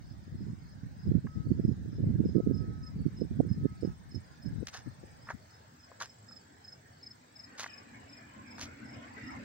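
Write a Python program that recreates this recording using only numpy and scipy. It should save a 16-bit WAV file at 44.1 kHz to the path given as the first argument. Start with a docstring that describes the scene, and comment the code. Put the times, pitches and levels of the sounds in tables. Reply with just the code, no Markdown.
"""A field cricket chirps in long grass, scraping one wing over the other; fainter insects sound behind it.
Wind buffets the microphone's two openings (ports) in turn, while far off a reversing vehicle beeps.
About halfway the wind drops, someone takes a few gritty steps, and a thin trill joins in.
The cricket goes from two wing strokes a chirp to three, and toward the end a car draws near,
its engine droning and its tyres roaring over a steady distant wash."""
import sys
import numpy as np
from scipy import signal
from scipy.fft import rfft, irfft, next_fast_len
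from scipy.io import wavfile
from scipy.ndimage import uniform_filter1d, map_coordinates

SR = 44100
rng = np.random.default_rng(int(sys.argv[2]) if len(sys.argv) > 2 else 0)


def digitize_waveform(pressure):
    """Quantize a signal to 16-bit integers and store it at the path in sys.argv[1].

    Rows of a 2-D input are taken as channels; values are limited to [-1, 1].
    """
    field = np.atleast_2d(pressure).T
    bounded = np.clip(field, -1, 1)
    quanta = np.round(bounded * 32767).astype(np.int16)
    wavfile.write(sys.argv[1], SR, quanta)


N = 416304
TIME = np.arange(N) / SR

# the wing strokes within one chirp: offset_s, accent_db
WING_STROKES = [(-.035, -5), (0, -1), (.044, -2.5)]
# runs of evenly spaced chirps: start_s, period_s, chirp_count, strokes_per_chirp
CHIRP_RUNS = [(.1, 0.31, 7, 2), (2.292, 0.29, 3, 2), (3.212, 0.32, 3, 2), (4.154, 0.31, 3, 2),
              (5.256, 0.29, 3, 2), (6.056, 0.27, 2, 3), (6.686, .385, 2, 3), (7.4, 0.34, 2, 3),
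              (8.134, .38, 4, 3)]
# the cricket's loudness as the microphone comes and goes: time_s, level_db
CRICKET_LEVEL = [(0, -68), (1, -60), (1.4, -73), (2, -61), (2.9, -46.5), (3.8, -53.5), (4.2, -45),
                 (4.8, -56), (5.8, -58), (6.35, -45), (7, -40), (8.7, -53.5)]
# its direction as the microphone moves: time_s, left_minus_right_db, left_lead_rad
CRICKET_DIRECTION = [(3.3, -5, -0.54), (6.37, -6, -0.97), (7.6, 7, 1), (9.4, -4, 1)]
# the light breeze between gusts: time_s, level_db
BREEZE_LEVEL = [(0, -49), (1.3, -47), (1.9, -37.5), (2.8, -42.5), (3.7, -43), (4.3, -54.5), (5.3, -56),
                (5.6, -82)]
# gusts that swell, hold and die away: start_s, length_s, left_db, right_db
WIND_GUSTS = [(0.299, 0.24, -41, -38.5), (0.812, 0.042, -46, -38), (1.049, 0.14, -40, -29.5),
              (1.229, 0.043, -42, -32), (1.342, 0.062, -30, -57), (1.44, 0.3, -39, -33),
              (1.97, .33, -34.5, -29), (2.414, 0.044, -32, -45), (2.465, .26, -40, -32),
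              (2.947, 0.13, -34.5, -32.5), (3.179, 0.063, -40, -33.5), (3.299, 0.25, -38.5, -31.5),
              (3.548, .11, -31, -37), (3.808, 0.078, -44, -32), (4.126, 0.048, -55, -34.5),
              (4.435, 0.072, -50, -35.5), (4.507, 0.11, -29.5, -59), (4.852, 0.028, -30.5, -65),
              (5.319, 0.02, -37, -61.5)]
# the tone of swirling air (eddies) at a pressure of -30 dB: pitch_hz, relative_db
EDDY_SPECTRUM = [(20, -10.5), (110, 6), (240, -1), (480, -21.5), (700, -41), (2000, -96.5)]
# hard knocks of wind, listed by port, most on the windward right: time_s, peak_db, pitch_hz
HARD_BUFFETS = {"left": [(1.092, -15.5, 129), (4.63, -22, 287), (5.038, -33.5, 320)],
                "right": [(1.154, -10, 160), (1.517, -8.5, 192), (1.598, -17, 260), (1.651, -14.5, 199),
                (1.692, -11.5, 184.7), (2.205, -11, 212.3), (2.258, -13, 238), (2.357, -8, 237),
                (2.366, -7.5, 201), (2.383, -12.5, 252), (2.403, -14.5, 305), (2.473, -10, 238),
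                (2.512, -12, 244), (3.064, -11, 191.5), (3.22, -13.5, 276.2), (3.401, -9, 210),
                (3.405, -10, 372), (3.515, -12.5, 130.2), (3.656, -10, 245.8), (3.833, -16, 282.9),
                (3.85, -15.5, 267.7)]}
# a shoe meeting the ground: start_s, length_s, sole_db, grit_db
SHOE_CONTACTS = [(4.669, 0.0085, -47, -37), (4.681, 0.023, -55.5, -44.5), (4.726, 0.089, -48.5, -48.5),
                 (5.267, 0.032, -50, -65), (5.295, 0.035, -40, -53.5), (5.999, 0.065, -43.5, -43),
                 (7.576, 0.1, -47, -42.5), (8.575, 0.094, -48.5, -51), (8.603, 0.064, -62, -41.5)]
# stones cracking under the shoe: start_s, peak_db, pitch_hz
STONE_CRACKS = [(1.268, -43, 1290), (4.747, -40.5, 958), (5.287, -31, 1369), (5.303, -31, 1257),
                (5.916, -41, 800.6), (6.011, -30, 1270), (6.31, -51.5, 1200), (7.64, -31, 1500),
                (7.66, -33, 1400)]
# the tone of the scuffing sole: pitch_hz, relative_db
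SOLE_SPECTRUM = [(100, -48), (350, -8.5), (650, 6), (1750, 12.5), (2400, -9), (5000, -65)]
# the tone of the grit and of the distant wash, both coloured by the recorder's treble dip
# and the microphone's high ring: pitch_hz, relative_db
COLOURED_GRIT_SPECTRUM = [(900, -5), (2000, 3), (6500, 7.5), (7800, -6.5), (8700, -19), (10500, -6.5),
                          (13000, -28), (15500, -16)]
COLOURED_WASH_SPECTRUM = [(30, -32), (90, 5), (170, -3), (400, -11), (950, -7.5), (1200, -14), (1700, -9.5),
                          (2700, -23.5), (5000, -19.5), (7600, -25.5), (9000, -34.5), (13600, -42),
                          (15200, -25.5)]
# the loudness of the distant wash: time_s, level_db
WASH_LEVEL = [(2.8, -60.5), (5.4, -57.5), (7, -59)]
# the car growing louder: time_s, engine_db, tyres_db
CAR_LEVELS = [(6.9, -69, -85.5), (7.7, -61.5, -54.5), (8.15, -55, -60), (8.6, -51.5, -55.5),
              (9.2, -49, -50)]
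# the tone of its engine and of its tyres: pitch_hz, relative_db
ENGINE_SPECTRUM = [(40, -15), (120, -2.5), (170, -13), (235, 1.5), (295, -2), (400, -25.5), (800, -75)]
TYRE_SPECTRUM = [(200, -15.5), (1000, -5.5), (1250, -10.5), (1700, -4), (2450, -8.5), (3300, -23.5),
                 (7000, -32.5), (9000, -65.5)]
# the reversing alarm: start_s, length_s, level_db
ALARM_BEEPS = [(1.26, .22, -62), (2.349, .56, -58.5), (3.421, .53, -63)]
# crickets farther off: pitch_hz, level_db, chirp_times_s
FAR_CRICKETS = [(4530, -64.5, [.05, .65, 1.48, 3.02, 3.8, 5.45, 6.36, 6.96, 7.47, 9.16]),
                (5030, -64.5, [.07, 1.02, 1.67, 2.31, 2.56, 4.27])]
# how the ticking insect and the trilling insect rise and fall: time_s, relative_db
TICK_LEVEL = [(2, -77.5), (2.75, -73.5), (5.1, -67.5), (5.6, -76), (7.2, -73)]
TRILL_LEVEL = [(5.4, -77), (6.15, -63.5), (6.95, -73.5), (7.7, -66.5)]
# how alike the two ports hear noise from all round: pitch_hz, likeness (1 same, -1 opposite)
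PORT_LIKENESS = [(200, 0.93), (640, -0.13), (1000, -0.85), (1500, 0.22), (7000, -0.14)]


def cricket():
    """Chirps of two wing strokes, later three, with a faint rasp from the teeth on the wing."""
    song = np.zeros(N, complex)
    for start_s, period_s, chirp_count, stroke_count in CHIRP_RUNS:
        for k in range(round(chirp_count)):
            for offset_s, accent_db in WING_STROKES[:round(stroke_count)]:
                pitch, size = rng.standard_normal(2)
                note = wing_stroke(length_s=.025 * (1 + .04 * size), hz=5230 * (1 + .005 * pitch), sag=.085)
                add(song, start_s + k * period_s + offset_s - .0135, amp(accent_db + size) * note)
    level_db = curve(CRICKET_LEVEL)
    # the echoes change far less than the song as the microphone comes and goes
    echo = echoes(song.real * amp(-38 + .35 * level_db), decay_s=.13)
    song = song * amp(level_db)
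    side_db, lead_rad = curve(CRICKET_DIRECTION), curve(CRICKET_DIRECTION, column=2)
    direct = np.array([song * amp(side * side_db / 2) * np.exp(.5j * side * lead_rad) for side in (1, -1)])
    rasp = abs(song) * colour(rng.standard_normal((2, N)), [(2500, -33), (4800, 11), (9500, -18)])
    return direct.real + amp(-23) * rasp + echo


def wing_stroke(length_s, hz, sag):
    """A toothed ridge scrapes over a wing: the tone swells, then sags in pitch as the wing slows."""
    progress = np.arange(int(length_s * SR)) / (length_s * SR)
    swell = np.sin(np.pi * progress ** 1.25) ** 1.3
    pitch_hz = hz * (1 - sag * progress ** 4)
    return swell * np.exp(2j * np.pi * np.cumsum(pitch_hz) / SR)


def wind(puffs_per_s=14, wake_cycles=1.533, wake_db=-9):
    """Each port has its own rumble and hard buffets; small chance puffs also hit the right one."""
    left_db, right_db = wind_pressure()
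    left = eddies(left_db, pace=.95)  # air passes the sheltered left port more slowly
    right = eddies(right_db, pace=1)
    for when, size, pitch in rng.random((round(puffs_per_s * TIME[-1]), 3)):
        at = int(when * N)
        hz = 240 * air_speed(right_db[at]) ** 2 * 2 ** (pitch - .5)
        add_buffet(right, TIME[at], right_db[at] + 13.5 * size, hz)
    for port, buffets in (left, HARD_BUFFETS["left"]), (right, HARD_BUFFETS["right"]):
        for time_s, peak_db, hz in buffets:
            add_buffet(port, time_s, peak_db, hz)
            for side in -1, 1:  # a weaker swing before and after
                gap_s = (wake_cycles + rng.uniform(-.5, .49)) / hz
                add_buffet(port, time_s + side * gap_s, peak_db + wake_db, hz)
    return np.array([left, right])


def wind_pressure(rise_s=.022, fall_s=.015):
    """How hard the wind presses on each port, in dB: gusts ride on the breeze."""
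    breeze = amp(curve(BREEZE_LEVEL)) * (TIME < BREEZE_LEVEL[-1][0])
    power = np.tile(breeze ** 2, (2, 1))
    t = np.arange(SR) / SR
    for start_s, length_s, *port_db in WIND_GUSTS:
        swell = np.minimum(t / rise_s, 1) * np.exp(-np.maximum(t - length_s, 0) / fall_s)
        add(power, start_s, (amp(port_db)[:, None] * swell) ** 2)
    return 10 * np.log10(power + 1e-14)


def eddies(pressure_db, pace):
    """Swirls of air sweep unevenly over a port: faster air makes them stronger and quicker."""
    flutter_db = 5 * np.tanh(wander(hz=89.7))
    sputter_db = 3 * np.minimum(wander(hz=24), .5)
    level_db = pressure_db + flutter_db + sputter_db
    rumble = colour(rng.standard_normal(N), EDDY_SPECTRUM)
    position = np.cumsum(pace * air_speed(level_db))  # run through the rumble at the air's speed
    return amp(level_db) * map_coordinates(rumble, [position], order=3, mode="wrap")


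def air_speed(pressure_db, lull_db=-45, full_speed_db=-28):
    """How fast the eddies pass at a given pressure; 1 at -30 dB."""
    return amp(.13 * (np.clip(pressure_db, lull_db, full_speed_db) + 30))


def add_buffet(port, time_s, peak_db, hz):
    """One eddy strikes a port: a single swing of pressure centred on time_s."""
    t = np.arange(-SR // 40, SR // 40) / SR
    u = np.sqrt(2) * np.pi * hz * t
    add(port, time_s + t[0], amp(peak_db) * (1 - u ** 2) * np.exp(-u ** 2 / 2))


def footsteps(grain_samples=90, crack_rise_s=.002):
    """The sole scuffs the ground while grit crackles and single stones crack under it."""
    steps, t = np.zeros((2, N)), np.arange(SR // 5) / SR
    grain_decay = np.exp(-(np.arange(len(t)) % grain_samples) / grain_samples)
    for start_s, length_s, sole_db, grit_db in SHOE_CONTACTS:
        rise = t / (.26 * length_s)
        press = rise * np.exp(1 - rise) * np.exp(-(t / (1.14 * length_s)) ** 4)
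        grain_sizes = np.minimum(rng.exponential(1, len(t) // grain_samples), 3)
        crackle_db = 5.94 * np.repeat(grain_sizes, grain_samples) * grain_decay
        grains = rng.standard_normal((2, 3, len(t))) * amp(crackle_db)
        grains = grains[:, :1] + .5 * grains[:, 1:]  # mostly shared by both ports
        sole = amp(sole_db) * colour(grains[0], SOLE_SPECTRUM)
        grit = amp(grit_db) * colour(grains[1], COLOURED_GRIT_SPECTRUM)
        add(steps, start_s, press * (sole + grit))
    snap = t / crack_rise_s * np.exp(-t / crack_rise_s)
    for start_s, peak_db, hz in STONE_CRACKS:
        crack = snap * colour(rng.standard_normal(len(t)), SOLE_SPECTRUM, shift=hz / 1300)
        add(steps, start_s, amp(peak_db) * crack / abs(crack).max())
    return np.array([np.roll(steps[0], 3), steps[1]])  # the feet are a little nearer the right port


def nearing_car():
    """Engine drone and tyre roar waver and grow as a car draws near."""
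    engine = all_round_noise(ENGINE_SPECTRUM, swirl_db=3)
    engine *= amp(curve(CAR_LEVELS) + 3 * np.tanh(wander(hz=12)))
    tyres = all_round_noise(TYRE_SPECTRUM, swirl_db=5)
    tyres *= amp(curve(CAR_LEVELS, column=2) + wander(hz=29.3))
    return engine + tyres


def reversing_alarm(pitch_hz=1280, left_db=-6, left_lead_rad=-3.95):
    """Faint far beeps and their echoes among the trees, fading in and out in the wind."""
    tone = np.zeros(N, complex)
    for start_s, length_s, level_db in ALARM_BEEPS:
        t = np.arange(0, length_s, 1 / SR)
        beep = np.exp(2j * np.pi * pitch_hz * t) * signal.windows.tukey(len(t), .1)
        add(tone, start_s, amp(level_db) * beep)
    tone *= 1 + .35 * wander(hz=16) + .45j * wander(hz=35)
    left = tone * amp(left_db) * np.exp(1j * left_lead_rad)
    return np.array([left, tone]).real + amp(-12) * echoes(tone.real, decay_s=.15)


def far_cricket(hz, level_db, chirp_times_s):
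    """A neighbour's three-stroke chirps, blurred by distance."""
    song = np.zeros(N)
    for time_s in chirp_times_s:
        for offset_s, _ in WING_STROKES:
            pitch, size = rng.standard_normal(2)
            note = wing_stroke(length_s=.02, hz=hz * (1 + .006 * pitch), sag=.06).real
            add(song, time_s + offset_s, amp(level_db + 2 * size) * note)
    return .8 * song + .7 * echoes(song, decay_s=.15)


def small_insects(ticks_per_s=17.65, trill_pairs_per_s=23.7):
    """One insect ticks at a steady pace; later another trills in pairs of falling notes."""
    ticks, trill = np.zeros((2, N))
    for k, (size, pitch) in enumerate(rng.standard_normal((170, 2))):
        tick = wing_stroke(length_s=.018, hz=8410 * (1 + .006 * pitch), sag=.014).real
        add(ticks, .005 + k / ticks_per_s, amp(2 * size) * tick)
    for start_s in np.arange(5, 9.5, 1 / trill_pairs_per_s):
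        for offset_s, hz in (0, 7780), (.017, 7540):
            note = wing_stroke(length_s=.0075, hz=hz * (1 + .005 * rng.standard_normal()), sag=.11).real
            add(trill, start_s + offset_s, note)
    song = ticks * amp(curve(TICK_LEVEL)) + trill * amp(curve(TRILL_LEVEL))
    return amp(1.5) * song + amp(2) * echoes(song, decay_s=.05)


def cricket_chorus(fade_db_per_s=1.5):
    """The farthest crickets chirp at random and fall behind as the microphone moves on."""
    chirp_times_s = np.cumsum(rng.uniform(.1, .35, 45))
    return far_cricket(hz=5110, level_db=-71, chirp_times_s=chirp_times_s) * amp(-fade_db_per_s * TIME)


def distant_wash():
    """A steady hush of far traffic and leaves, its treble coloured by the microphone and recorder."""
    return all_round_noise(COLOURED_WASH_SPECTRUM, swirl_db=3) * amp(curve(WASH_LEVEL))


def all_round_noise(spectrum, swirl_db):
    """Noise from every side, with the patchy, watery swirl of compressed audio."""
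    hz, _, (left, other) = signal.stft(rng.standard_normal((2, N)), SR, nperseg=1024)
    likeness = np.clip(value_at(PORT_LIKENESS, hz), -1, 1)[:, None]
    right = likeness * left + np.sqrt(1 - likeness ** 2) * other  # the ports agree in the bass only
    swirl = uniform_filter1d(rng.standard_normal(left.shape), size=4, axis=0)  # smooth across pitch
    swirl = uniform_filter1d(swirl, size=7, axis=1)  # and across time
    ports = np.array([left, right]) * amp(swirl_db * unit_level(swirl))
    return colour(signal.istft(ports)[1][:, :N], spectrum)


def echoes(sound, decay_s):
    """Echoes off grass, trees and walls, different at each port, falling 60 dB in decay_s."""
    t = np.arange(SR // 2) / SR
    tail = rng.standard_normal((2, len(t))) * amp(-60 * t / decay_s) * (1 - np.exp(-t / .0024))
    return signal.oaconvolve(np.atleast_2d(sound), tail / np.linalg.norm(tail[0]), axes=1)[:, :N]


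def amp(db):
    """Turns decibels into a gain."""
    return 10 ** (np.asarray(db) / 20)


def unit_level(sound):
    """Scales a sound to an average (rms) level of 1."""
    return sound / np.sqrt(np.mean(sound ** 2) + 1e-20)


def curve(rows, column=1):
    """One column of a table, joined by straight lines in time."""
    rows = np.array(rows)
    return np.interp(TIME, rows[:, 0], rows[:, column])


def value_at(rows, hz):
    """Looks up a table by pitch, with octaves evenly spaced."""
    row_hz, values = np.transpose(rows)
    return np.interp(np.log(hz + 1), np.log(row_hz + 1), values)


def add(mix, start_s, sound):
    """Mixes a sound in at start_s."""
    part = mix[..., max(round(start_s * SR), 0):][..., :sound.shape[-1]]
    part += sound[..., :part.shape[-1]]


def colour(sound, spectrum, shift=1):
    """Gives a sound the tone of a spectrum, its pitches multiplied by shift, at level 1."""
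    size = next_fast_len(sound.shape[-1])
    gain = amp(value_at(spectrum, np.fft.rfftfreq(size, 1 / SR) / shift))
    return unit_level(irfft(rfft(sound, size) * gain, size)[..., :sound.shape[-1]])


def wander(hz):
    """A random drift of level 1 that turns about hz times a second."""
    return unit_level(np.interp(TIME * hz, np.arange(8192), rng.standard_normal(8192)))


def scene():
    """All the sources together at the two ports."""
    insects = cricket_chorus() + cricket() + sum(far_cricket(*row) for row in FAR_CRICKETS)
    return insects + small_insects() + wind() + footsteps() + distant_wash() + nearing_car() + reversing_alarm()


def record(dry, bass_cut_hz=62, treble_cut_hz=15850):
    """The microphone cuts the deep bass, then the recorder cuts the highest treble."""
    thinned = signal.sosfilt(signal.butter(2, bass_cut_hz, "highpass", fs=SR, output="sos"), dry)
    treble_filter = signal.firwin(511, treble_cut_hz, window=("kaiser", 9), fs=SR)
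    return signal.oaconvolve(thinned, treble_filter[None], "same")


dry = scene()
out = record(dry)
digitize_waveform(out)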